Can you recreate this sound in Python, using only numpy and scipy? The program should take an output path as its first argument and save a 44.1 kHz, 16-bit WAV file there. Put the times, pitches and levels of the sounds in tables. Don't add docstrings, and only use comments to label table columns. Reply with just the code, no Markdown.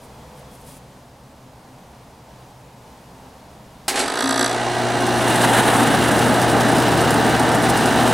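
import sys
import numpy as np
from scipy import signal
from scipy.fft import rfft, irfft, next_fast_len
from scipy.io import wavfile
from scipy.ndimage import uniform_filter1d

SR = 44100
rng = np.random.default_rng(int(sys.argv[2]) if len(sys.argv) > 2 else 0)


def transcribe(signal):
    frames = np.atleast_2d(signal).T
    limited = np.clip(frames, -1, 1)
    pcm = np.round(limited * 32767).astype(np.int16)
    wavfile.write(sys.argv[1], SR, pcm)


N = 358533
T = np.arange(N) / SR
START_S, LOAD_S, PRESSURE_RISE_S = 3.88, 4.16, 0.84
MAINS_HZ = 59.96


def undb(db):
    return 10 ** (np.asarray(db) / 20)


def noise():
    return rng.standard_normal(N)


def unit_rms(x):
    return x / np.std(x)


def walk(rate_hz):
    step = int(SR / rate_hz)
    stairs = np.repeat(noise()[:N // step + 1], step)
    return unit_rms(uniform_filter1d(stairs, step)[:N])


def curve(rows):
    return np.interp(T, *np.transpose(rows))


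def held(start_s, attack_s, hold_s, release_s):
    return np.interp(T, start_s + np.cumsum([0, attack_s, hold_s, release_s]), [0, 1, 1, 0])


def settle(start_s, rise_s):
    return np.tanh(np.maximum(T - start_s, 0) / rise_s)


def swell(peak_s, db, rise_db_per_s, fall_db_per_s):
    before_s, after_s = np.maximum(peak_s - T, 0), np.maximum(T - peak_s, 0)
    return undb(db - rise_db_per_s * before_s - fall_db_per_s * after_s)


def decay(age_s, t60_s):
    return undb(-60 * age_s / t60_s)


def blow(start_s, t60_s):
    envelope, first = np.zeros(N), int(start_s * SR)
    age_s = T[:min(int(2 * t60_s * SR), N - first)]
    envelope[first:first + len(age_s)] = decay(age_s, t60_s)
    return envelope


def gains(spectrum, fft_size):
    hz, db = np.transpose(spectrum)
    bins_hz = np.maximum(np.fft.rfftfreq(fft_size, 1 / SR), 1)
    return undb(np.interp(np.log(bins_hz), np.log(hz), db))


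def colour(x, spectrum, size=8192):
    cepstrum = irfft(np.log(gains(spectrum, size)))
    cepstrum[1:size // 2] *= 2
    response = irfft(np.exp(rfft(cepstrum[:size // 2], size)))
    return signal.oaconvolve(x, response / np.linalg.norm(response))[:N]


def ringing(x, modes):
    total = 0
    for hz, width_hz, db in modes:
        b, a = signal.iirpeak(hz, hz / width_hz, fs=SR)
        total = total + undb(db) * unit_rms(signal.lfilter(b, a, signal.lfilter(b, a, x)))
    return total


def partials(cycles, harmonics, waver_db, waver_hz):
    total = 0
    for multiple, db in harmonics:
        amplitude = np.sqrt(2) * undb(db + waver_db * walk(waver_hz))
        total = total + amplitude * np.sin(2 * np.pi * (multiple * cycles + rng.random()))
    return total


# (frequency [Hz], relative level [dB])
TRAFFIC_SPECTRUM = [(20, -11), (45, -7), (62, 2.5), (95, -6.5), (200, -2), (350, -10), (500, -7),
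                    (900, -6.5), (1300, -16.5), (2300, -22), (5000, -25.5), (11000, -30.5), (16000, -38)]
RUSTLE_SPECTRUM = [(1000, -12), (2000, -5), (5000, -6), (7000, -4), (9500, 2), (13000, -6), (16000, -12)]
# (time [s], level [dB])
TRAFFIC_LEVEL = [(0, -42.5), (.7, -43.5), (1.05, -45.5), (3.8, -44)]
# (frequency [Hz], width [Hz], relative level [dB])
DRONE_TONES = [(127, 21, -52), (258.7, 15, -60)]
ENGINE_TONES = [(144, 11, -1.5), (497.5, 31, -6.5)]
# (start [s], hold [s], level [dB])
RUSTLES = [(0, .01, -53.5), (.34, 0.022, -53.5), (0.485, .1, -55), (.63, .11, -48.5)]


def garden():
    traffic = colour(noise(), TRAFFIC_SPECTRUM) * undb(curve(TRAFFIC_LEVEL) + 0.33 * walk(5.64))
    engine = swell(0.36, -45.5, rise_db_per_s=24, fall_db_per_s=21) * ringing(noise(), ENGINE_TONES)
    touches = sum(undb(db) * held(start_s, 0.035, hold_s, 0.025) for start_s, hold_s, db in RUSTLES)
    rustle = colour(noise() * touches * undb(1.8 * walk(81)), RUSTLE_SPECTRUM)
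    whistle = held(0, 0.01, 0.75, 0.04) * ringing(noise(), [(3332, 35, -70)])
    drone = ringing(noise(), DRONE_TONES)
    return traffic + drone + engine + rustle + whistle


# (time [s], blade-pass rate [Hz])
BLADE_RATE = [(3.88, 5), (4.5, 42), (5, 65), (5.4, 75), (5.7, 76.7)]
ROAR_EXPONENT = 2.3


def airflow(lag_s=0.27):
    fan_speed = (T > START_S) * curve(BLADE_RATE) / BLADE_RATE[-1][1]
    pole = np.exp(-1 / (lag_s * SR))
    return signal.lfilter([1 - pole], [1, -pole], fan_speed)


def draught(level_db=-51):
    spectrum = [(10, 15), (30, 13), (60, 3), (150, -60), (600, -27)]
    rumble = [colour(noise() * undb(2 * walk(4.5)), spectrum) for _ in range(2)]
    return undb(level_db) * airflow() ** 4 * np.array(rumble)


# (peak time [s], level [dB], rise [dB/s], fall [dB/s])
SURGES = [(5.32, -22.5, 60, 200), (5.44, -20, 110, 14.5), (5.63, -22, 40, 14), (8.1, -27, 28, 20)]
# (frequency [Hz], relative level [dB])
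RUSH_SPECTRUM = [(400, -14), (800, 10.5), (1100, 4.5), (1800, 5), (2350, -4.5), (2900, -2), (3900, -3),
                 (5000, -17.5), (7000, -11), (8800, -5.5), (11000, -9), (12800, -20), (15500, -24)]


def refrigerant(sputter_db=3.5):
    rush = np.linalg.norm([swell(*surge) for surge in SURGES], axis=0)
    sputter = undb(sputter_db * np.minimum(walk(90), 1))
    return (T > LOAD_S) * colour(noise() * rush * sputter, RUSH_SPECTRUM)


# (time [s], relative peak [dB])
TICKS = [(5.0659, -14), (5.2806, -13.5), (5.3569, -10), (5.417, -9), (6.19, -10), (6.915, -15),
         (6.9735, -14), (7.0231, -17), (7.1055, -9), (7.14, -11), (7.395, -10.5), (7.5477, -10),
         (7.698, -7), (7.8573, -9)]
# (frequency [Hz], relative level [dB])
PANEL_SPECTRUM = [(1200, -11), (3000, -14), (5000, 4.5), (6800, 1.5), (8800, 8), (11000, 1.5), (12700, -6),
                  (14200, -2), (16000, -27)]
# (frequency [Hz], width [Hz], relative level [dB])
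PANEL_MODES = [(8460, 470, -26), (9000, 140, -11), (9600, 210, -13), (10800, 300, -16), (14240, 600, -14)]


def loose_panel(tick_gain_db=-14, tick_t60_s=0.062, strays_per_s=7.4):
    swings_s = np.arange(START_S, T[-1], 1 / (2 * MAINS_HZ))

    def tapping(sizes, t60_s):
        taps = np.zeros(N)
        taps[(swings_s * SR).astype(int)] = sizes
        return signal.lfilter([1], [1, -decay(1 / SR, t60_s)], taps)

    flow = airflow()
    force = np.clip(rng.standard_normal(len(swings_s)), -2, 2)
    catches = rng.random(len(swings_s)) < strays_per_s / (2 * MAINS_HZ)
    strays = flow ** 2 * tapping(catches * undb(-14.5 + 2 * force), tick_t60_s)
    loudest = sum(undb(db) * blow(time_s, tick_t60_s) for time_s, db in TICKS)
    ticks = undb(tick_gain_db) * np.hypot(strays, loudest)
    chatter = flow ** ROAR_EXPONENT * tapping(undb(-36 + 5 * force), t60_s=0.032)
    contact = np.hypot(ticks, chatter) * noise()
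    return colour(contact, PANEL_SPECTRUM) + np.std(contact) * ringing(contact, PANEL_MODES)


# (blade-pass multiple, level [dB])
BLADE_TONES = [(1, -41.5), (2, -34), (6, -33)]
# (frequency [Hz], relative level [dB])
ROAR_SPECTRUM = [(25, -34), (60, -14.5), (100, -8), (150, -5.5), (240, 1), (300, 1), (390, -4.5),
                 (560, -5.5), (740, -1), (890, -4), (1030, -10), (1750, -9.5), (2350, -22), (4000, -50)]
HISS_SPECTRUM = [(1350, -32), (2300, -4), (2910, 7.5), (3160, 1), (3800, 2.5), (4510, -3.5), (5940, -5.5),
                 (7050, -7.5), (9290, -9.5), (11300, -13.5), (12700, -28), (14600, -10), (16000, -22)]
# (frequency [Hz], width [Hz], level re roar [dB])
CABINET_MODES = [(272, 33, -15.5), (797, 10.4, -16.5), (1547, 25, -21), (2826, 26, -27.5)]


def fan(roar_db=-17, hiss_db=-31, chop_depth=0.044):
    passes = np.cumsum(curve(BLADE_RATE)) / SR
    flow = airflow()
    swirl = (1 + chop_depth * np.cos(2 * np.pi * passes)) * undb(-0.1 * walk(8.2))
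    roar = colour(noise() * swirl, ROAR_SPECTRUM) + ringing(noise(), CABINET_MODES)
    hiss = colour(noise() * undb(1.5 * walk(70)), HISS_SPECTRUM)
    tones = flow ** 5 * partials(passes, BLADE_TONES, waver_db=1, waver_hz=2.6)
    return undb(roar_db) * flow ** ROAR_EXPONENT * roar + undb(hiss_db) * flow ** 1.9 * hiss + tones


# (time [s], relative peak [dB], t60 [s], tilt [dB/octave])
STARTUP_BLOWS = [(3.8807, -6, 0.19, -1), (3.942, -14.5, 0.12, -6), (3.957, -12.5, 0.19, 0),
                 (3.972, -10.5, 0.2, -4), (3.991, -10, 0.19, 0.5), (4.002, -7, .055, -5),
                 (4.012, -16, .035, 0), (4.026, -13.5, 0.29, -5.5)]
# (frequency [Hz], relative level [dB])
CRASH_SPECTRUM = [(60, -50), (170, -23), (250, -5), (480, -15), (680, -0.5), (850, 0.5), (1100, -8),
                  (1700, 0), (2300, -1.5), (4300, -1), (6500, -4), (8500, -0.5), (11500, -5.5),
                  (13000, -13), (16000, -16)]
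# (frequency [Hz], relative level [dB], t60 [s])
CASING_MODES = [(274, -14, 0.63), (363, -8.5, 0.55), (658, -8, 0.33), (813, -1, 0.29), (1065, -9.5, 0.27),
                (1550, -8, 0.15), (2253, -9.5, 0.39), (4188, -5, 0.17), (4660, -11, 0.23),
                (5000, -23, 0.18), (7550, -10, 0.092), (8000, -11, 0.13), (11000, -16, .08)]


def clank(crash_gain_db=-9, ring_gain_db=-17.5, clack_cutoff_hz=18100, jolt_cutoff_hz=10700):
    crash, impulses = 0, np.zeros(N)
    for i, (time_s, db, t60_s, tilt_db) in enumerate(STARTUP_BLOWS):
        lowpass = signal.butter(4, jolt_cutoff_hz if i else clack_cutoff_hz, fs=SR, output="sos")
        burst = undb(db) * signal.sosfilt(lowpass, blow(time_s, t60_s) * noise())
        tilted = [(hz, level_db + tilt_db * np.log2(hz)) for hz, level_db in CRASH_SPECTRUM]
        crash = crash + colour(burst, tilted)
        impulses[int(time_s * SR)] = undb(db)
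    age_s = T[:SR]
    ring = sum(undb(db) * decay(age_s, t60_s) * np.sin(2 * np.pi * hz * age_s)
               for hz, db, t60_s in CASING_MODES)
    return undb(crash_gain_db) * crash + undb(ring_gain_db) * signal.oaconvolve(impulses, ring)[:N]


# (frequency [Hz], width [Hz], relative level [dB])
SHELL_MODES = [(285, 160, -7.5), (565, 250, -3.5), (673, 115, -6.5), (833, 110, -9), (1230, 120, -3),
               (1580, 230, -2.5), (1750, 190, -6.5), (3444, 190, -8), (3910, 260, -8), (4510, 310, -6.5),
               (5020, 250, -11.5), (5900, 370, -8.5), (7780, 460, -10.5), (7950, 450, -10.5),
               (8700, 430, -11.5), (9820, 530, -9), (11300, 1800, -15.5)]
PAN_MODES = [(265, 20, -3.5), (366, 7.2, -13)]


def piston_knock(turns, pressure, dry_db=-23.5, running_db=-39, size=700):
    def impact(phase, rise_turns=0.024, fall_turns=0.17):
        return (1 - np.exp(-phase / rise_turns)) * np.exp(-phase / fall_turns)

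    hits = np.diff(np.floor(turns), prepend=np.floor(turns[0]))
    steel_paths = rfft(impact(np.arange(size) / size) * rng.standard_normal(size))
    thud = signal.oaconvolve(hits, irfft(steel_paths / abs(steel_paths)))[:N]
    grit = impact(turns % 1) * np.gradient(noise())
    rubbing = undb(-13) * noise()
    stroke = unit_rms(thud) + 0.9 * unit_rms(grit) + rubbing
    dry_run = held(3.928, attack_s=0.39, hold_s=0.12, release_s=0.16)
    body = unit_rms(ringing(stroke, SHELL_MODES)) + dry_run * ringing(noise(), PAN_MODES)
    envelope = np.hypot(undb(dry_db) * dry_run, undb(running_db) * pressure ** 2)
    return body * envelope * undb(1.8 * walk(40))


# (shaft multiple, level [dB])
WHINE_PARTIALS = [(11, -38.5), (13, -52), (14, -44), (16, -42.5), (18, -44.5), (22, -47), (26, -42),
                  (38, -53), (48, -46), (67, -54), (71, -58), (72, -52.5), (74, -72), (100, -51),
                  (102, -66)]
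# (frequency [Hz], relative level [dB])
BUZZ_SPECTRUM = [(170, -19.5), (270, -9.5), (430, -2), (560, -7), (760, -1.5), (1100, -9.5), (1600, -8.5),
                 (2400, -16), (3800, -17.5), (6000, -24), (9800, -24.5), (13000, -62)]


def shaft_whine(turns, strain, buzz_gain_db=-27.5, strain_lift_db=2, size=4096):
    pumping = 1 + 0.29 * np.cos(2 * np.pi * (turns - 0.2))
    one_turn = irfft(np.r_[0, np.exp(2j * np.pi * rng.random(270))], size)
    pattern = np.interp(turns % 1, np.arange(size) / size, unit_rms(one_turn))
    buzz = undb(buzz_gain_db) * colour(pumping * (0.4 * pattern + noise()), BUZZ_SPECTRUM)
    tones = partials(turns, WHINE_PARTIALS, waver_db=3, waver_hz=3.2)
    return (tones + buzz) * undb(strain_lift_db * strain) * settle(START_S, rise_s=0.062)


# (mains multiple, level [dB])
HUM_PARTIALS = [(2, -28), (4, -31), (6, -35.5), (12, -32), (14, -39.5), (20, -39), (28, -65), (38, -68)]


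def mains_hum(pressure, strain, strain_lift_db=9):
    harmonics = [(k, db + strain_lift_db * strain * (k == 6)) for k, db in HUM_PARTIALS]
    return pressure * partials(MAINS_HZ * T, harmonics, waver_db=0.45, waver_hz=4.6)


# (time [s], shaft rate [Hz])
SHAFT_RATE = [(3.88, 10), (4.0, 52), (4.11, 48), (4.13, 54.5), (4.15, 59.5), (4.2, 58.91)]
# (frequency [Hz], width [Hz], relative level [dB])
HOUSING_MODES = [(709, 83, 3), (834, 34, 0.5), (1057, 8, -7.5), (1530, 14, -7.5), (1930, 31, -7),
                 (2810, 82, -17), (4240, 39, -23), (5960, 130, -20)]


def compressor(knock_at_s=4.3413, housing_gain_db=-32.5):
    turns = np.cumsum(curve(SHAFT_RATE) * (1 + 0.0008 * walk(5))) / SR
    turns -= np.interp(knock_at_s, T, turns)
    pressure = settle(LOAD_S, PRESSURE_RISE_S)
    strain = held(4.48, attack_s=0.036, hold_s=0.91, release_s=0.36)
    motor = shaft_whine(turns, strain) + mains_hum(pressure, strain)
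    housing = undb(housing_gain_db) * strain * ringing(noise(), HOUSING_MODES)
    return (T > START_S) * (piston_knock(turns, pressure) + motor + housing)


def place(x, pan_db, scatter, size):
    echoes = rfft(rng.standard_normal(size) * np.linspace(1, 0, size) ** 2, 2 * size)
    response = irfft(echoes / abs(echoes) * gains(scatter, 2 * size))
    side = signal.oaconvolve(x, response[:size])[:N]
    return np.array([(x + side) * undb(pan_db / 2), (x - side) * undb(-pan_db / 2)])


def lean(stereo, balance):
    size = next_fast_len(N)
    left = np.sqrt(gains(balance, size))
    return irfft(rfft(stereo, size) * np.array([left, 1 / left]), size)[:, :N]


# (frequency [Hz], level re direct [dB])
UNIT_SCATTER = [(60, -9), (110, -14), (200, -13.5), (380, -14.5), (700, -14.5), (1290, -21), (2380, -12.5),
                (4400, -16.5), (8120, -25), (15000, -53)]
GARDEN_SCATTER = [(60, -35), (110, -40), (200, -25), (380, -15), (700, -17), (1290, -8.5), (2380, -9),
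                  (4400, -9), (8120, -17.5), (15000, -34)]
# (frequency [Hz], left minus right [dB])
UNIT_BALANCE = [(110, 3), (250, -0.5), (700, -0.5), (2400, -1.5), (12000, -0.5)]


def scene():
    machine = place(clank() + compressor(), pan_db=-0.6, scatter=UNIT_SCATTER, size=512)
    stream = place(fan() + refrigerant() + loose_panel(), pan_db=0.5, scatter=UNIT_SCATTER, size=2048)
    outdoors = place(garden(), pan_db=0, scatter=GARDEN_SCATTER, size=4096)
    return lean(machine + stream, UNIT_BALANCE) + outdoors + draught()


def record(dry):
    return signal.sosfilt(signal.ellip(10, 0.2, 80, 15850, fs=SR, output="sos"), dry)


dry = scene()
out = record(dry)
transcribe(out)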